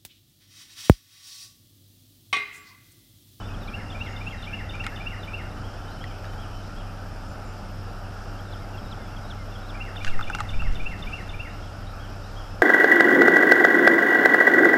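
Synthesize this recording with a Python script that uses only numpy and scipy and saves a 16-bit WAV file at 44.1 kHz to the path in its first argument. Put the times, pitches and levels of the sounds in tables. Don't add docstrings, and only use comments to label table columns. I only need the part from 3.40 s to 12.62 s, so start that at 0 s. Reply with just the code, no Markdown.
import sys
import numpy as np
from scipy import signal
from scipy.fft import rfft, irfft, next_fast_len
from scipy.io import wavfile
from scipy.ndimage import uniform_filter1d, map_coordinates

SR = 44100
rng = np.random.default_rng(int(sys.argv[2]) if len(sys.argv) > 2 else 0)


def boost_factor(decibels):
    exponent = np.asarray(decibels, float) / 20
    return 10 ** exponent


def generate_wav(sig):
    pcm = np.round(np.clip(np.atleast_2d(sig).T, -1, 1) * 32767).astype(np.int16)
    wavfile.write(sys.argv[1], SR, pcm)


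N = 406602
T = np.arange(N) / SR

# t from mark/ms, length/ms, start f/Hz, end f/Hz, peak level/dB
NEAR_PHRASE = [
    (-117, 14, 3700, 3400, -7),
    (-109, 19, 3150, 2480, -11),
    (-76, 29, 2170, 2510, -7),
    (-15, 31, 2530, 2870, 0),
    (40, 26, 2240, 1960, -10),
    (54, 30, 2070, 1620, -10),
]
MID_PHRASE = [
    (-52, 27, 2950, 2670, -6),
    (-10.5, 17.7, 3490, 3120, 0.5),
    (56.5, 40, 4050, 3620, -9.5),
    (89, 36.5, 3640, 4400, -13),
    (124, 30, 4450, 2950, 0),
    (154, 19, 2850, 2350, -18),
    (200.5, 63, 2220, 2050, -6.5),
]
FAR_PHRASE = [
    (-150, 20, 3660, 3850, -3),
    (-133, 48, 3900, 4230, -10.5),
    (-24, 32, 3050, 3390, -1),
    (8, 44, 3380, 2730, -3),
    (95, 65, 2430, 2680, -12),
]
# t/s, level/dB, opening note level/dB
NEAR_MARKS = [(0.347, -31, -9), (0.616, -28.5, -3), (0.877, -29.5, 0), (1.14, -29, -0.5), (1.408, -28.5, 2),
              (1.673, -28.5, 0.5), (1.945, -29.5, 0), (6.414, -32, -10), (6.679, -28.5, 3),
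              (6.94, -28.5, 3), (7.204, -29, 3.5), (7.468, -28.5, -0.5), (7.738, -28, 1.5),
              (8.006, -29, -0.5)]
MID_MARKS = [
    (.148, -45.5, -4),
    (.53, -43, 1),
    (.915, -42.5, -6),
    (4.997, -47.5, 2),
    (5.385, -44, 2),
    (5.773, -43, 1),
    (6.161, -43.5, 1),
    (6.56, -46, -7),
]
FAR_MARKS = [
    (2.256, -50, -3),
    (2.629, -47, -1),
    (3.003, -47, -4),
    (3.38, -48.5, -2),
    (8.245, -49.5, -1),
    (8.615, -47.5, 0.5),
    (8.984, -46.5, 0),
]
# t/s, length/s, start f/Hz, end f/Hz, level/dB
WHISTLES = [
    (.02, 0.053, 3350, 3650, -52),
    (.08, 0.019, 3100, 2300, -47),
    (.095, 0.029, 2490, 2600, -47.5),
    (2.1, 0.021, 3900, 3500, -54),
    (5.17, 0.043, 3500, 4000, -58),
    (.68, .07, 6500, 7000, -62.5),
    (.86, .08, 6900, 6500, -66),
    (2.67, .06, 2600, 2200, -51),
    (0.883, 0.032, 3220, 3170, -49),
    (4.081, .04, 3020, 2790, -64),
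]
# (length/s, start f/Hz, end f/Hz), then rows of t/s, level/dB
CALLERS = [
    ((0.081, 3050, 3045), [(2.41, -55.5), (2.655, -51.5), (2.885, -52), (3.135, -53.5), (7.285, -58)]),
    ((0.025, 3070, 2950), [(0, -48.5), (2.165, -48), (2.568, -51)]),
    ((0.049, 1560, 1830), [(.355, -47), (1.11, -46), (1.507, -44)]),
    ((.09, 3600, 3300), [(5.075, -58), (5.6, -57), (6.11, -58)]),
    ((.06, 7100, 7280), [(3.88, -63), (4.04, -63)]),
    ((.032, 4080, 3800), [(1.79, -55), (7.8, -56)]),
]
# peak position/share of length, end level below peak/dB, linger at top f (1 = straight)
NEAR_SWELL, MID_SWELL, FAR_SWELL = (.52, 19, 1.35), (.6, 8, .65), (.45, 5, 1.3)

# t/s, peak level/dB, ring f/Hz, brittleness/dB
SNAPS = [(1.022, -45, 1300, 2), (1.3534, -36, 1340, -1), (1.4397, -29, 2100, -5), (1.4442, -33, 1410, 1),
         (1.4657, -25, 2370, 3.5), (1.4656, -23.5, 1310, -22), (2.6408, -27.5, 2150, -11),
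         (2.844, -35, 1520, -5), (2.8527, -40, 1350, 0), (2.935, -47, 1240, 5), (6.3515, -35, 1500, -16),
         (6.5595, -35, 1520, -7), (6.6472, -32.5, 1420, 9.5), (6.6677, -25, 1480, -11),
         (6.6731, -31, 1570, -13), (6.6784, -23, 1460, -10), (6.792, -19, 1235, -26),
         (6.81, -19.5, 1310, -17), (6.8996, -18.5, 1390, -20), (6.949, -18.5, 1320, -6),
         (6.9862, -24, 1400, -13), (6.9924, -30, 1250, -18), (7.0043, -16.5, 1210, -10),
         (7.22, -26, 1310, -18), (7.3484, -45, 1370, 2)]
# t/s, level/dB
SCRAPE = [
    (6.3, -79),
    (6.62, -61),
    (6.65, -52),
    (6.69, -53),
    (6.75, -61),
    (7.02, -59),
    (7.2, -62),
    (7.95, -63),
    (8.1, -80),
]
STAMP_S, STAMP_WIDE_S, STAMP_DB = 6.95, 0.12, 8.5
CRACK_DB, CRACK_GROWTH, KNOCK_DB = -19.5, .48, -15
THIN_HZ, THIN_SPAN_HZ = 2000, 400

# t/s, pressure/full scale, stroke length/s
STROKES = [
    (6.73, 0.25, .16),
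    (6.835, -0.066, 0.17),
    (7.209, -0.15, .15),
    (7.287, 0.29, 0.048),
    (7.371, 0.12, 0.25),
]
# t/s, level/dB
BUFFET = [
    (6.6, -60),
    (7.05, -34.5),
    (7.2, -25.5),
    (7.3, -26),
    (7.4, -35),
    (7.6, -41),
    (8, -38),
    (8.2, -62),
]

# order/1, level/dB
ENGINE_ORDERS = [(1, 1), (2, -18), (3, 0), (6, -17), (9, -17), (18, -21.5)]
ENGINE_HZ, ENGINE_DB = 32.55, -37
# f/Hz, level/dB
MACHINE_TONES = [(77, -50.5), (114, -54), (166, -57)]
# t/s, f/Hz, level/dB
PASSING = [
    [(0, 222, -47), (.8, 237.7, -54), (1.8, 250, -55.5)],
    [(1.8, 188, -64), (3, 196.2, -67), (5.5, 206.5, -52), (7.6, 229.4, -60)],
]

# f/Hz, level per Hz/dB
RUMBLE = [(5, -11), (20, 0), (45, -4.5), (75, -2), (130, -7.5), (220, -8), (330, -18), (500, -38)]
TRAFFIC = [(180, -29), (300, -8), (350, -4.5), (378, -4), (415, -4.5), (598, -2.5), (786, -1), (1010, -9),
           (1370, -1.5), (1840, -13.5), (2300, -33), (2990, -48), (5060, -120)]
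INSECTS = [(2530, -35), (4300, -9), (4710, -1.5), (5280, 3), (5570, -1), (6200, -9), (8060, -14),
           (13600, -120)]
HISS = [(1500, -26), (2100, -2.5), (2800, 0.5), (3400, -4.5), (4300, -9.5), (6300, -21.5), (9000, -15),
        (12700, -20.5), (13300, -19), (14200, -29)]
RUMBLE_DB, RUMBLE_FADE_DB_PER_S, TRAFFIC_DB, INSECT_DB = -40, 0.22, -43, -57

# f/Hz, threshold re usual level/dB
GATE = [(6000, -9), (9000, -4), (11000, -2.5), (12800, -1.5), (13150, .5), (13500, 2.5), (14000, 4.5),
        (14400, 10)]


def unit(x):
    return x / np.sqrt(np.mean(x ** 2) + 1e-20)


def curves(rows):
    s, *cols = np.transpose(rows)
    return [np.interp(T, s, c) for c in cols]


def wobble(rate_hz):
    coarse = T[::32]
    knots = rng.standard_normal(int(N * rate_hz / SR) + 4)
    return np.interp(T, coarse, map_coordinates(knots, [coarse * rate_hz]))


def band(x, lo_hz, hi_hz):
    return signal.sosfilt(signal.butter(2, [lo_hz, hi_hz], "band", fs=SR, output="sos"), x)


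def rush(spectrum, patchy_db):
    z = signal.stft(rng.standard_normal(N + 8192), nperseg=512)[2]
    field = uniform_filter1d(rng.standard_normal(z.shape), size=6, axis=0)
    field = uniform_filter1d(field, size=12, axis=1)
    x = signal.istft(z * boost_factor(patchy_db * unit(field)), nperseg=512)[1]
    m = next_fast_len(len(x))
    hz, db = np.transpose(spectrum)
    log_hz = np.log(np.fft.rfftfreq(m, 1 / SR) + 1)
    gain = boost_factor(np.interp(log_hz, np.log(hz + 1), db, left=-120, right=-120))
    return unit(irfft(rfft(x, m) * gain, m)[:N])


def add(out, s, x):
    part = out[max(round(s * SR), 0):][:len(x)]
    part += x[:len(part)]


def whistle(s, hz, db, fade_s=.003):
    t = np.arange(s[0], s[-1], 1 / SR)
    edge = np.clip(np.minimum(t - s[0], s[-1] - t) / fade_s, 0, 1)
    glide_hz = uniform_filter1d(np.interp(t, s, hz), size=130, mode="nearest")
    return edge * boost_factor(np.interp(t, s, db)) * np.sin(2 * np.pi * np.cumsum(glide_hz) / SR)


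def wren(phrase, marks, swell, opening_count):
    beamed, spread = np.zeros((2, N))
    peak, end_db, linger = swell
    u = np.linspace(0, 1, num=12)
    peak = np.clip(peak, .1, .9)
    from_peak = np.where(u < peak, (peak - u) / peak, (u - peak) / (1 - peak))
    shape_db = -end_db * from_peak ** 1.7
    for mark_s, db, opening_db in marks:
        variation = rng.standard_normal((len(phrase), 2))
        for k, (ms, length_ms, hz_a, hz_b, stroke_db) in enumerate(phrase):
            tune, force_db = variation[k]
            effort_db = db + force_db + opening_db * (k < opening_count)
            below_top = (u if hz_a > hz_b else 1 - u) ** linger
            glide_hz = max(hz_a, hz_b) - abs(hz_b - hz_a) * below_top
            glide_hz = glide_hz * (1 + .005 * tune)
            level_db = stroke_db + shape_db
            even_db = .6 * level_db - 3 * (k == 0)
            s, points_s = mark_s + ms / 1000, u * length_ms / 1000
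            add(beamed, s, whistle(points_s, glide_hz, effort_db + level_db))
            add(spread, s, whistle(points_s, glide_hz, effort_db + even_db))
    return beamed, spread


def birds():
    near, near_spread = wren(NEAR_PHRASE, NEAR_MARKS, NEAR_SWELL, opening_count=2)
    mid, mid_spread = wren(MID_PHRASE, MID_MARKS, MID_SWELL, opening_count=1)
    far = wren(FAR_PHRASE, FAR_MARKS, FAR_SWELL, opening_count=2)[0]
    repeats = [(s, *call, db) for call, times in CALLERS for s, db in times]
    for s, length_s, hz_a, hz_b, db in WHISTLES + repeats:
        add(far, s, whistle([0, length_s], [hz_a, hz_b], [db, db], fade_s=0.0083))
    far *= boost_factor(2.2 * wobble(70))
    direct = near * boost_factor(wobble(110)) + mid * boost_factor(1.2 * wobble(80)) + far
    near_echo = forest(near_spread, t60_s=0.61, wet_db=-7.0, gap_s=.008)
    far_echo = forest(boost_factor(-10.0) * mid_spread + far, t60_s=0.79, wet_db=-3.0, gap_s=.012)
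    return direct + near_echo + far_echo


def twigs():
    out, t = np.zeros(N), np.arange(SR // 8) / SR
    for s, db, hz, brittle_db in SNAPS:
        weight_db = STAMP_DB * np.exp(-((s - STAMP_S) / STAMP_WIDE_S) ** 2)
        noise = rng.standard_normal((2, len(t)))
        noise[:, 4] += 3.5
        thickness = np.clip((THIN_HZ - hz) / THIN_SPAN_HZ, 0, 1)
        ring_hz = hz * (.9 + .3 * thickness * np.exp(-t / .004))
        ring = boost_factor(-60 * t / .028) * (1 - np.exp(-t / .0005)) * np.sin(2 * np.pi * np.cumsum(ring_hz) / SR)
        knock = boost_factor(KNOCK_DB + weight_db - 60 * t / 0.052) * (1 - np.exp(-t / 0.00098))
        knock *= np.sin(2 * np.pi * 830 * t)
        body = boost_factor(brittle_db - 60 * t / 0.011) * unit(band(noise[0], 1000, 3500))
        crack_db = CRACK_DB + CRACK_GROWTH * brittle_db + weight_db
        crack = boost_factor(crack_db - 60 * t / .014) * unit(band(noise[1], 4400, 7800))
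        add(out, s, boost_factor(db) * (ring + knock + body + crack))
    fibres = (rng.random(N) < .1) * boost_factor(4 * rng.standard_normal(N)) * rng.standard_normal(N)
    scrape = boost_factor(curves(SCRAPE)[0] + 4.3 * wobble(54)) * unit(band(fibres, 900, 6100))
    return out + scrape + forest(out, t60_s=0.054, wet_db=-11.0, gap_s=.003)


def wing():
    pushes = np.zeros(N)
    for s, pressure, length_s in STROKES:
        u = (T - s) / length_s
        pushes += -pressure * np.sin(2 * np.pi * u) * np.exp(-(2.27 * u) ** 2)
    turbulence = rush([(8, 7), (45, -2), (80, -6.5), (170, -19), (240, -55)], patchy_db=1.1)
    return pushes + boost_factor(curves(BUFFET)[0] + 1.5 * wobble(14)) * turbulence


def forest(x, t60_s, wet_db, gap_s):
    out, t, step = np.zeros(N), np.arange(SR // 2) / SR, SR // 3
    for a in range(0, N, step):
        tail = rng.standard_normal(len(t)) * boost_factor(-60 * t / t60_s)
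        block = x[a:a + step]
        if block.any():
            echo = signal.fftconvolve(block, tail / np.linalg.norm(tail))
            add(out, a / SR + gap_s, boost_factor(wet_db) * echo)
    return out


def hum():
    out, turn = np.zeros(N), 2 * np.pi * ENGINE_HZ * T
    for order, db in ENGINE_ORDERS:
        level = boost_factor(ENGINE_DB + db + 1.6 * wobble(11))
        out += level * np.sin(order * (turn + .04 * wobble(8)))
    for hz, db in MACHINE_TONES:
        out += boost_factor(db + 3 * wobble(3)) * np.sin(2 * np.pi * hz * T + 1.2 * wobble(2))
    passing = np.zeros(N)
    for path in PASSING:
        s, hz, db = np.transpose(path)
        octave_below = whistle(s, hz / 2, db + 3.5, fade_s=0.39)
        add(passing, s[0], whistle(s, hz, db, fade_s=0.079) + octave_below)
    return out + boost_factor(3 * wobble(4.5)) * passing


def air():
    rumble_db = RUMBLE_DB - RUMBLE_FADE_DB_PER_S * T + 0.68 * wobble(1.5)
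    rumble = boost_factor(rumble_db) * rush(RUMBLE, patchy_db=0.4)
    traffic = boost_factor(TRAFFIC_DB + 0.5 * wobble(3.0)) * rush(TRAFFIC, patchy_db=0.84)
    insects = boost_factor(INSECT_DB + 0.72 * wobble(6)) * rush(INSECTS, patchy_db=0.8)
    hiss = boost_factor(-55.5) * rush(HISS, patchy_db=1.3)
    whine_spectrum = [(12880, -22), (12940, -5), (12960, 0), (12985, -5), (13050, -22)]
    whine = boost_factor(-72.5) * rush(whine_spectrum, patchy_db=.5)
    return rumble + traffic + insects + hiss + whine


def scene():
    return (birds() + twigs() + wing() + hum() + air())[None]


def low_pass(x):
    return signal.sosfilt(signal.butter(12, 14480, fs=SR, output="sos"), x)


def record(dry):
    mono = signal.sosfilt(signal.butter(8, 14300, fs=SR, output="sos"), dry[0])
    hz, _, z = signal.stft(mono, SR, "cosine", nperseg=2048)
    power = uniform_filter1d(abs(z) ** 2, size=6, axis=0)
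    usual = signal.medfilt(np.median(power, axis=1), kernel_size=41)
    limit = usual * boost_factor(2 * np.interp(hz, *np.transpose(GATE), left=-60))
    kept = signal.istft(z * (power > limit[:, None]), SR, "cosine", nperseg=2048)[1]
    return low_pass(kept[None, :N])


dry = scene()
out = record(dry)
generate_wav(out)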